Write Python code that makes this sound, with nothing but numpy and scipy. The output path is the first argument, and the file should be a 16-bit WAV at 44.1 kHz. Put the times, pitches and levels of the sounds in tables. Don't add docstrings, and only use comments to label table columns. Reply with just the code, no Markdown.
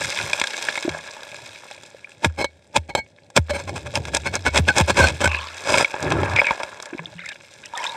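import sys
import numpy as np
from scipy import signal
from scipy.fft import rfft, irfft
from scipy.io import wavfile
from scipy.ndimage import uniform_filter1d, map_coordinates

SR = 44100
rng = np.random.default_rng(int(sys.argv[2]) if len(sys.argv) > 2 else 0)


def store_wav(level_fs):
    pcm = np.round(np.clip(np.atleast_2d(level_fs), -1, 1) * 32767)
    wavfile.write(sys.argv[1], SR, pcm.T.astype(np.int16))


N = 351036
TIME = np.arange(N) / SR
HZ = np.fft.rfftfreq(8192, 1 / SR)

# start in seconds,
# length in seconds, level at full strength in dB, steel ring in dB and squeal in dB,
# both relative to the scraping noise.
STROKES = [(2.229, 0.01, -32, -17, 2), (2.247, 0.0069, -16, -35, -21), (2.39, 0.034, -25.5, -0.5, -29),
           (2.746, 0.0078, -32.5, -35, 6.5), (2.763, 0.0017, -13, -38, -20), (2.895, 0.0084, -33, -1, -13),
           (2.975, 0.013, -28.5, 3, -12), (3.366, 0.0026, -10, -40, -25), (3.499, 0.0092, -23.5, -8, 2),
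           (3.538, 0.028, -29.5, -1.5, -7), (3.581, 0.028, -33, -14, -11), (3.678, 0.017, -29.5, -9, -32),
           (3.758, 0.023, -30, -34, -24), (3.861, 0.013, -33, -21, -2), (3.941, 0.011, -31, -16, -2),
           (3.965, 0.0072, -20.5, -22, -27), (4.076, 0.011, -31, -26, -17), (4.143, 0.025, -22, -33, -35),
           (4.26, 0.015, -22, -10, -6.5), (4.338, 0.028, -24.5, -14, -23), (4.461, 0.018, -17, -9.5, -4.5),
           (4.549, 0.039, -16.5, -28, -26), (4.681, 0.016, -19, -8, 3), (4.767, 0.045, -15.5, -29, -17),
           (4.883, 0.013, -20.5, -28, -17), (4.898, 0.0084, -13.5, -14, -19),
           (4.975, 0.034, -13, -19, -2.5), (5.022, 0.028, -17.5, -7, 1.5), (5.055, 0.047, -24, -19, -27),
           (5.208, 0.018, -20.5, -13.5, -23), (5.24, 0.019, -16.5, -10.5, -1.5),
           (5.685, 0.14, -18.5, -31, -16), (6.367, 0.043, -33, -13, -6)]
# time in seconds, relative level in dB.
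SAND = [(0.0, -30.5), (0.68, -35.5), (1.0, -44), (1.48, -46), (2.57, -64.5), (3.3, -69), (3.55, -50.5),
        (4.41, -48), (4.9, -42.5), (5.03, -32), (5.1, -43), (5.85, -41), (5.96, -44), (6.45, -39.5),
        (6.87, -54), (7.71, -53), (7.87, -37.5), (7.96, -43.5)]


def amp(db):
    return 10 ** (np.asarray(db) / 20)


def unit(x):
    return x / np.sqrt(np.mean(x ** 2) + 1e-20)


def along(points):
    f, db = np.transpose(points)
    return amp(np.interp(np.log(HZ + 1), np.log(f + 1), db))


def curves(rows):
    s, *cols = np.transpose(rows)
    return [np.interp(TIME, s, c) for c in cols]


def wobble(rate):
    points = rng.standard_normal(int(N * rate / SR) + 4)
    return map_coordinates(points, [TIME * rate])


def add(track, s, sound):
    part = track[max(0, round(s * SR)):][:len(sound)]
    part += sound[:len(part)]


def through(x, response):
    return signal.oaconvolve(x, response)[:len(x)]


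def causal(gain):
    cepstrum = irfft(np.log(gain + 1e-6))
    half = len(cepstrum) // 2
    cepstrum[1:half] *= 2
    cepstrum[half + 1:] = 0
    response = irfft(np.exp(rfft(cepstrum)))[:half]
    return response / np.linalg.norm(response)


def peak(hz, width):
    return 1 / (1 + ((HZ - hz) / (0.61 * width)) ** 2)


def swells(rows, rise, fall, linger):
    gains = []
    for s, length, db in rows:
        before = np.maximum(s - TIME, 0) / rise
        after = np.maximum(TIME - s - length, 0) / (fall + linger * length)
        gains.append(amp(db - 20 * (before + after)))
    return np.linalg.norm(gains, axis=0)


def contacts(size, rate, spread_db):
    chance, strength = rng.random(size), rng.standard_normal(size)
    hits = (chance < rate / SR) * rng.choice([-1, 1], size)
    return unit(hits * amp(spread_db * np.minimum(strength, 2.3)))


def housing():
    # pitch in Hz, width in Hz, relative level in dB.
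    resonances = [(334, 690, -0.5), (388, 100, -1.5), (579.5, 101, 10), (914, 297, 4.5), (1413, 146, -2),
                  (1657, 148, 2.5), (2200, 218, -3), (2515, 360, -3), (3370, 326, -4), (3776, 400, -5),
                  (4170, 215, -9.5), (5070, 600, -7), (5870, 1600, -9.5), (7330, 160, -14.5),
                  (7540, 810, -9), (8686, 630, -12), (9710, 790, -23.5), (11830, 1150, -29.5),
                  (14500, 2500, -50.5)]
    return np.sqrt(sum((amp(db) * peak(hz, width)) ** 2 for hz, width, db in resonances))


def scrapes(shell, rise=0.016, easing=0.7, fall=0.036, squeal_width_hz=70, judder_db=3,
            bright_db=2, dulling_db=3.0, detune=0.015, extra_db=-2):
    # from when in seconds, pitch in Hz.
    squeals = [(0, 900), (3.45, 585), (4.2, 1522), (5.6, 4970)]
    # frequency in Hz, level in dB.
    scrape_tone = [(60, 10.5), (200, 8), (600, 4.5), (1500, 3.5), (2500, 6.5), (4000, -1.5), (8000, -1.5),
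                   (15000, -4.5)]
    out, t = np.zeros(N), TIME[:SR // 3] - .07
    for s, length, db, steel_db, squeal_db in STROKES:
        base_hz = [hz for since, hz in squeals if since <= s][-1]
        squeal_hz = base_hz * (1 + detune * rng.standard_normal())
        squeal_width = squeal_width_hz * np.sqrt(squeal_hz / 1500)
        building = np.maximum(-t, 0) / (rise + easing * length)
        easing_off = np.maximum(t - length, 0) / fall
        strength = amp(db - 49.4 * (building + easing_off))
        jumps = rng.standard_normal(len(t) // 160 + 4)
        judder = amp(judder_db * map_coordinates(jumps, [np.arange(len(t)) / 160]))
        slips = contacts(len(t), rate=3000, spread_db=4) * strength * judder
        tilt_db = bright_db - dulling_db * amp(steel_db)
        tilt = amp(tilt_db * np.log2(np.clip(HZ, 300, 15000) / 2000))
        extra_hz = 1500 * 2 ** rng.uniform(-1.025, 1)
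        resonance = 1 + amp(extra_db) * peak(extra_hz, 0.17 * extra_hz)
        colour = shell * along(scrape_tone) * tilt * resonance
        parts = [(0, causal(colour)),
                 (steel_db, steel()),
                 (squeal_db, causal(peak(squeal_hz, squeal_width)))]
        sound = sum(amp(part_db) * unit(through(slips, response)) for part_db, response in parts)
        add(out, s + t[0], sound * np.sqrt(np.mean(strength ** 2)))
    return out


def steel():
    # pitch in Hz, average relative level in dB, time to fade by 60 dB in seconds.
    tones = [(830, -0.5, .06), (1613, -10.5, 0.068), (2225, 3, 0.097), (3110, -4.5, 0.042),
             (3950, -30, 0.063), (3990, -7.5, 0.063), (4300, -3, 0.085), (5100, -12, 0.038),
             (6180, -5.5, 0.022), (7630, -9, 0.054), (8560, -19, 0.045)]
    t = TIME[:SR // 5]
    ring = sum(amp(db + rng.normal(0, 4.7) - 60 * t / t60) * np.sin(2 * np.pi * hz * t)
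               for hz, db, t60 in tones)
    return ring / np.linalg.norm(ring)


def taps(shell):
    # time in seconds, relative level in dB.
    strikes = [(2.444, -9.5), (2.951, -5.5)]
    tone = along([(800, 1.5), (2200, -0.5), (4000, 1.5), (5500, -5.5), (13000, -4.0)])
    out = np.zeros(N)
    for s, db in strikes:
        ring = steel()
        add(out, s, amp(db + 1.5) * crack(shell * tone, t60=0.033, scatter=0.71))
        add(out, s, amp(db - 3.0) * ring / np.abs(ring).max())
    return out


def thumps(rest_hz=79, glide=0.00481, push=0.039, ring_db=-15, t60=0.76, rattle=0.84):
    # time in seconds, relative level in dB,
    # how far the pitch starts above its resting value in Hz.
    blows = [(0.241, -40, 296), (.882, -30.5, 685), (2.253, -13.5, 624), (2.769, -20, 624),
             (3.377, -11, 806), (3.974, -23, 363), (4.275, -34, 296), (4.484, -24.5, 290),
             (4.592, -12, 390), (4.803, -10, 373), (4.908, -25, 460), (4.992, -11.5, 800), (5.03, -15, 200),
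             (5.255, -17.5, 358)]
    out, t = np.zeros(N), TIME[:SR // 2]
    onset = 1 - np.exp(-t / 0.0022)
    shape = (np.exp(-(t / push) ** 2) + amp(ring_db - 60 * t / t60)) * onset
    for s, db, extra_hz in blows:
        phase = 2 * np.pi * np.cumsum(rest_hz + extra_hz * np.exp(-t / glide)) / SR
        shaking = unit(uniform_filter1d(rng.standard_normal(len(t)), size=70))
        jolts = rattle * shaking * np.exp(-t / 0.0092)
        add(out, s, amp(db - 2.5) * shape * np.sin(phase + jolts))
    return out


def sway(rest_hz=82, push_db=-31.0, following=0.94, lag=0.013, t60=0.76, unsteady_db=3.5):
    # from when, until when, in seconds.
    lever_from, lever_until = (3.45, 5.35)
    rocking = [(s + lag, length, push_db + following * (db + 20))
               for s, length, db, *_ in STROKES if lever_from < s < lever_until]
    unsteady = amp(unsteady_db * wobble(18))
    level = unsteady * swells(rocking, rise=0.049, fall=t60 / 3, linger=0)
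    return level * np.sin(2 * np.pi * rest_hz * TIME + 3.8 * wobble(7.2))


def gravel(shell, sand_db=1.0, stones_db=-6.0, slide_db=-6, spurts_db=1.5):
    # start in seconds, length in seconds, relative level in dB.
    slides = [(0.12, 0.74, -33), (5.28, 0.07, -32), (5.6, 0.22, -34.5), (5.97, 0.43, -23), (7.78, 0.2, -34)]
    # frequency in Hz, level in dB.
    fine_tone = [(200, -13), (1000, -13), (2000, 4.5), (4000, 3), (8000, 0.5), (15000, 6)]
    coarse_tone = [(100, -17), (300, -6.5), (600, -4), (1000, -1), (1700, 1.5), (3000, -6), (8000, -56)]
    moving = amp(curves(SAND)[0] + spurts_db * wobble(28))
    sliding = amp(slide_db) * swells(slides, rise=0.11, fall=0.044, linger=1.31)
    rolling = np.hypot(amp(stones_db) * moving, sliding)
    hiss = contacts(N, rate=3700, spread_db=0.5)
    grains = crackle(rate=230, spread_db=2.5, colour_db=6.0, t60=0.014)
    fine = unit(hiss + amp(1.5) * grains)
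    rattle = contacts(N, rate=1200, spread_db=6.5)
    tumbling = crackle(rate=90, spread_db=6.5, colour_db=4.5, t60=0.034)
    coarse = unit(rattle + amp(-2.5) * tumbling)
    return (through(fine * amp(sand_db) * moving, causal(shell * along(fine_tone)))
            + through(coarse * rolling, causal(shell * along(coarse_tone))))


def crackle(rate, spread_db, colour_db, t60):
    # middle of the band in Hz, its width in Hz.
    bands = [(700, 600), (1500, 900), (2600, 1300), (4300, 2000), (7000, 3400), (11500, 5500)]
    hits = np.flatnonzero(rng.random(N) < rate / SR)
    strength_db = spread_db * np.minimum(rng.standard_normal(len(hits)), 2)
    fade = amp(-60 * TIME[:SR // 40] / t60) ** 2
    out = np.zeros(N)
    for hz, width in bands:
        band_db = colour_db * np.minimum(rng.standard_normal(len(hits)), 2)
        energy = np.bincount(hits, amp(strength_db + band_db) ** 2, N)
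        bursts = rng.standard_normal(N) * np.sqrt(np.abs(through(energy, fade)))
        out += np.sqrt(width) * through(bursts, causal(peak(hz, width)))
    return unit(out)


def clicks(shell):
    # time in seconds,
    # relative level in dB, pitch in Hz, relative treble in dB.
    knocks = [(0.045, -9.5, 2170, -15), (0.174, -11, 3640, -24), (0.188, -7.5, 2100, -24),
              (0.332, -3.5, 2350, -18), (0.398, -8.5, 2640, -10), (0.415, -1, 1340, -25),
              (0.439, -6.5, 1630, -21), (0.471, -9.5, 3700, -16), (0.54, -14.5, 2700, -39),
              (0.625, -11, 2600, -9), (0.686, -4, 1770, -46), (0.755, -12.5, 2240, -23),
              (0.776, -10.5, 2240, -28), (0.826, -16.5, 2210, -16), (0.892, -13.5, 2520, -24),
              (0.988, -22, 1630, -39), (1.076, -26, 1680, -26), (1.167, -23, 856, -20),
              (1.712, -20, 820, -17), (1.834, -25, 834, -9), (2.118, -31.5, 2790, -19),
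              (2.246, 0, 2030, -27), (2.764, 1.5, 848, -13.5), (3.302, -31.5, 810, -9),
              (3.365, 0.5, 1520, -13), (3.375, 3, 893, -18), (3.955, -5, 2730, -14),
              (4.053, -15.5, 1570, -15), (4.148, -4, 2470, -6), (4.169, -6.5, 910, -5),
              (4.354, -5.5, 1570, -4.5), (4.558, -7, 1610, -24), (4.576, -1, 2180, -19),
              (4.686, 0.5, 1590, -29), (4.782, -2, 2500, -1), (5.071, -7, 2450, -17),
              (5.085, -9, 2440, -12), (5.275, -4.5, 824, -23), (5.316, -9.5, 2600, -37),
              (5.346, -9.5, 2590, -38), (5.741, -0.5, 993, -33), (5.782, -1.5, 2330, -12.5),
              (5.846, -3.5, 2290, -37), (5.941, -12, 850, -39), (6.027, -13, 770, -13.5),
              (6.104, -15, 1640, -21), (6.121, -4.5, 1030, -24.5), (6.232, -6.5, 830, -38),
              (6.362, -6.5, 2270, -22), (6.416, -3.5, 806, -44), (6.444, -10, 2410, -43),
              (6.468, -5.5, 2370, -33), (6.508, -2, 890, -43), (6.633, -11, 910, -22),
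              (6.801, -15.5, 860, -21), (6.825, -20, 1690, -2), (6.857, -21.5, 1710, -13),
              (6.992, -17, 1790, -66), (7.192, -21, 2050, -37), (7.259, -25.5, 2080, 0),
              (7.289, -18, 2500, -15), (7.318, -22.5, 1640, -28), (7.638, -25.5, 2570, -33),
              (7.658, -21, 1480, 1), (7.775, -16.5, 1860, -6.5), (7.841, -14, 2530, -18)]
    out = np.zeros(N)
    for s, db, hz, treble_db in knocks:
        add(out, s, amp(db - 1.5) * knock(shell, hz, treble_db))
    return out


def knock(shell, hz, treble_db, bass_db=-23, bass_per_octave_db=11):
    low_db = bass_db - bass_per_octave_db * np.log2(hz / 1700)
    colour = along([(100, low_db + 6.0), (700, low_db + 7.5), (2200, 0),
                    (6500, treble_db + 14.5), (14000, treble_db + 11.5)])
    stone = 1 + 2.07 * peak(hz, 0.073 * hz)
    return crack(shell * colour * stone, t60=0.02, scatter=0.47)


def crack(colour, t60, scatter):
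    t = TIME[:SR // 10]
    force = scatter * rng.standard_normal(len(t)) * amp(-60 * t / t60)
    force[0] = 1
    sound = through(force, causal(colour))
    return sound / np.abs(sound).max()


def pebbles(shell, count=170, full_db=1, following=0.71, spread_db=3.0, pitch_hz=3600, octaves=0.7,
            smaller_db=3, width=0.58):
    out, (level_db,) = np.zeros(N), curves(SAND)
    for when, size, pitch in rng.random((count, 3)):
        at, octave = int(when * N), octaves * (4 * pitch - 2)
        hz = pitch_hz * 2 ** octave
        tick = crack(shell * (peak(hz, width * hz) + amp(-32.5)), t60=0.0093, scatter=0.61)
        size_db = spread_db * (4.65 * size - 2.5)
        tick_db = full_db + following * level_db[at] + size_db - smaller_db * octave
        add(out, at / SR, amp(tick_db) * tick)
    return out


def bubbles():
    # time in seconds, relative level in dB,
    # starting pitch in Hz, time to fade by 60 dB in seconds.
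    singles = [(0.849, -17, 324, 0.042), (0.878, -11.5, 322, 0.03), (0.878, -18, 595, 0.024),
               (0.899, -40.5, 151, 0.31), (1.946, -29.5, 517, 0.018), (2.045, -30.5, 2290, 0.026),
               (6.928, -23.5, 317, 0.038), (6.948, -17.5, 293, 0.019), (6.99, -36, 159, 0.2),
               (6.983, -29, 2230, 0.013), (7.057, -25.5, 3400, 0.014), (7.15, -41, 166, 0.24),
               (7.262, -28, 2060, 0.025), (7.735, -29.5, 920, 0.091), (7.754, -32, 3490, 0.031),
               (7.78, -27.5, 1760, 0.036), (7.845, -30, 2340, 0.032), (7.866, -22, 3540, 0.025),
               (7.894, -29.5, 3670, 0.04)]
    out = np.zeros(N)
    for s, db, hz, t60 in singles:
        add(out, s, amp(db + 8.5) * bubble(hz, t60, glide=0.23))
    return out


def bubble(hz, t60, glide):
    t = TIME[:int(t60 * SR)]
    level = amp(-60 * t / t60) * (1 - np.exp(-t * hz))
    return level * np.sin(2 * np.pi * hz * t * (1 + glide * t / t60 / 2))


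def gurgles(cycles=55, longest=0.11, glide=-0.014, glide_spread=0.11, spread_db=4):
    # start in seconds, length in seconds, level in dB,
    # middle pitch in Hz, spread of pitch in octaves.
    bursts = [(5.279, 0.11, -30.5, 2610, 0.032), (5.286, 0.19, -37, 1042, 0.11),
              (5.334, 0.16, -42, 3690, 0.24), (5.359, 0.24, -41.5, 1780, 0.365),
              (6.029, 0.33, -27, 101.4, 0.27), (6.033, 0.21, -28, 338, 0.21), (6.024, 0.38, -33, 1202, 0.5),
              (6.363, 0.042, -13.5, 2290, 0.057), (6.445, 0.055, -23, 2350, 0.061),
              (6.92, .17, -49, 536, 0.69), (7.183, 0.15, -39, 2170, 0.4), (7.632, 0.04, -43, 2620, 0.42),
              (7.768, 0.22, -35, 949, 0.053), (7.75, 0.12, -34, 2084, 0.7)]
    out = np.zeros(N)
    for s, length, db, pitch_hz, octaves in bursts:
        swarm = np.zeros(int((length + .3) * SR))
        starts = np.arange(0, length, .003)
        for start, (shift, pitch, size, bend) in zip(starts, rng.standard_normal((len(starts), 4))):
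            hz = pitch_hz * 2 ** (octaves * np.clip(pitch, -2, 2))
            chirp = bubble(hz, min(cycles / hz, longest), glide + glide_spread * bend)
            add(swarm, start + .002 * shift, amp(spread_db * size) * chirp)
        add(out, s, amp(db) * swarm * np.sqrt(length * SR) / np.linalg.norm(swarm))
    return out


def water(calm_db=-61, sweep_db=2.0):
    # start in seconds, length in seconds, relative level in dB.
    arm_sweeps = [(0.0, 0.049, -45), (0.24, 0.012, -36.5), (1.38, 0.058, -49), (3.64, 1.53, -41.5),
                  (6.04, 0.26, -31), (7.08, 0.05, -52.5)]
    # frequency in Hz, level in dB.
    eddy_tone = [(25, -55), (55, -12), (100, 5.5), (160, 0), (230, -8), (340, -6.5), (480, -9), (900, -14),
                 (2500, -110)]
    stream_tone = [(25, -52), (80, -18), (200, 12.5), (450, 9.5), (570, 20.5), (730, 1), (850, 11),
                   (1100, -30), (1600, -1), (5000, -16), (9000, -13), (12000, -50)]

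    def noise(gain):
        return unit(through(rng.standard_normal(N), causal(gain)))

    stream = amp(-58.5 + 1.9 * wobble(8)) * noise(along(stream_tone))
    sweeping = amp(sweep_db) * swells(arm_sweeps, rise=0.082, fall=0.12, linger=0.087)
    flow = np.hypot(amp(calm_db), sweeping)
    return stream + flow * amp(3.2 * wobble(23)) * noise(along(eddy_tone))


def scene():
    shell = housing()
    stones = gravel(shell) + pebbles(shell) + clicks(shell)
    tool = scrapes(shell) + taps(shell) + thumps() + sway()
    return (stones + tool + bubbles() + gurgles() + water())[None]


def record(dry):
    ceiling, top_hz = .88, 15800
    rounded = dry / (1 + np.abs(dry / ceiling) ** 6) ** (1 / 6)
    bass_cut = signal.butter(5, 52, "high", fs=SR, output="sos")
    lean = signal.sosfilt(bass_cut, rounded)
    treble_cut = signal.firwin(401, top_hz, window=("kaiser", 11), fs=SR)
    return signal.fftconvolve(lean, treble_cut[None], "same")


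dry = scene()
out = record(dry)
store_wav(out)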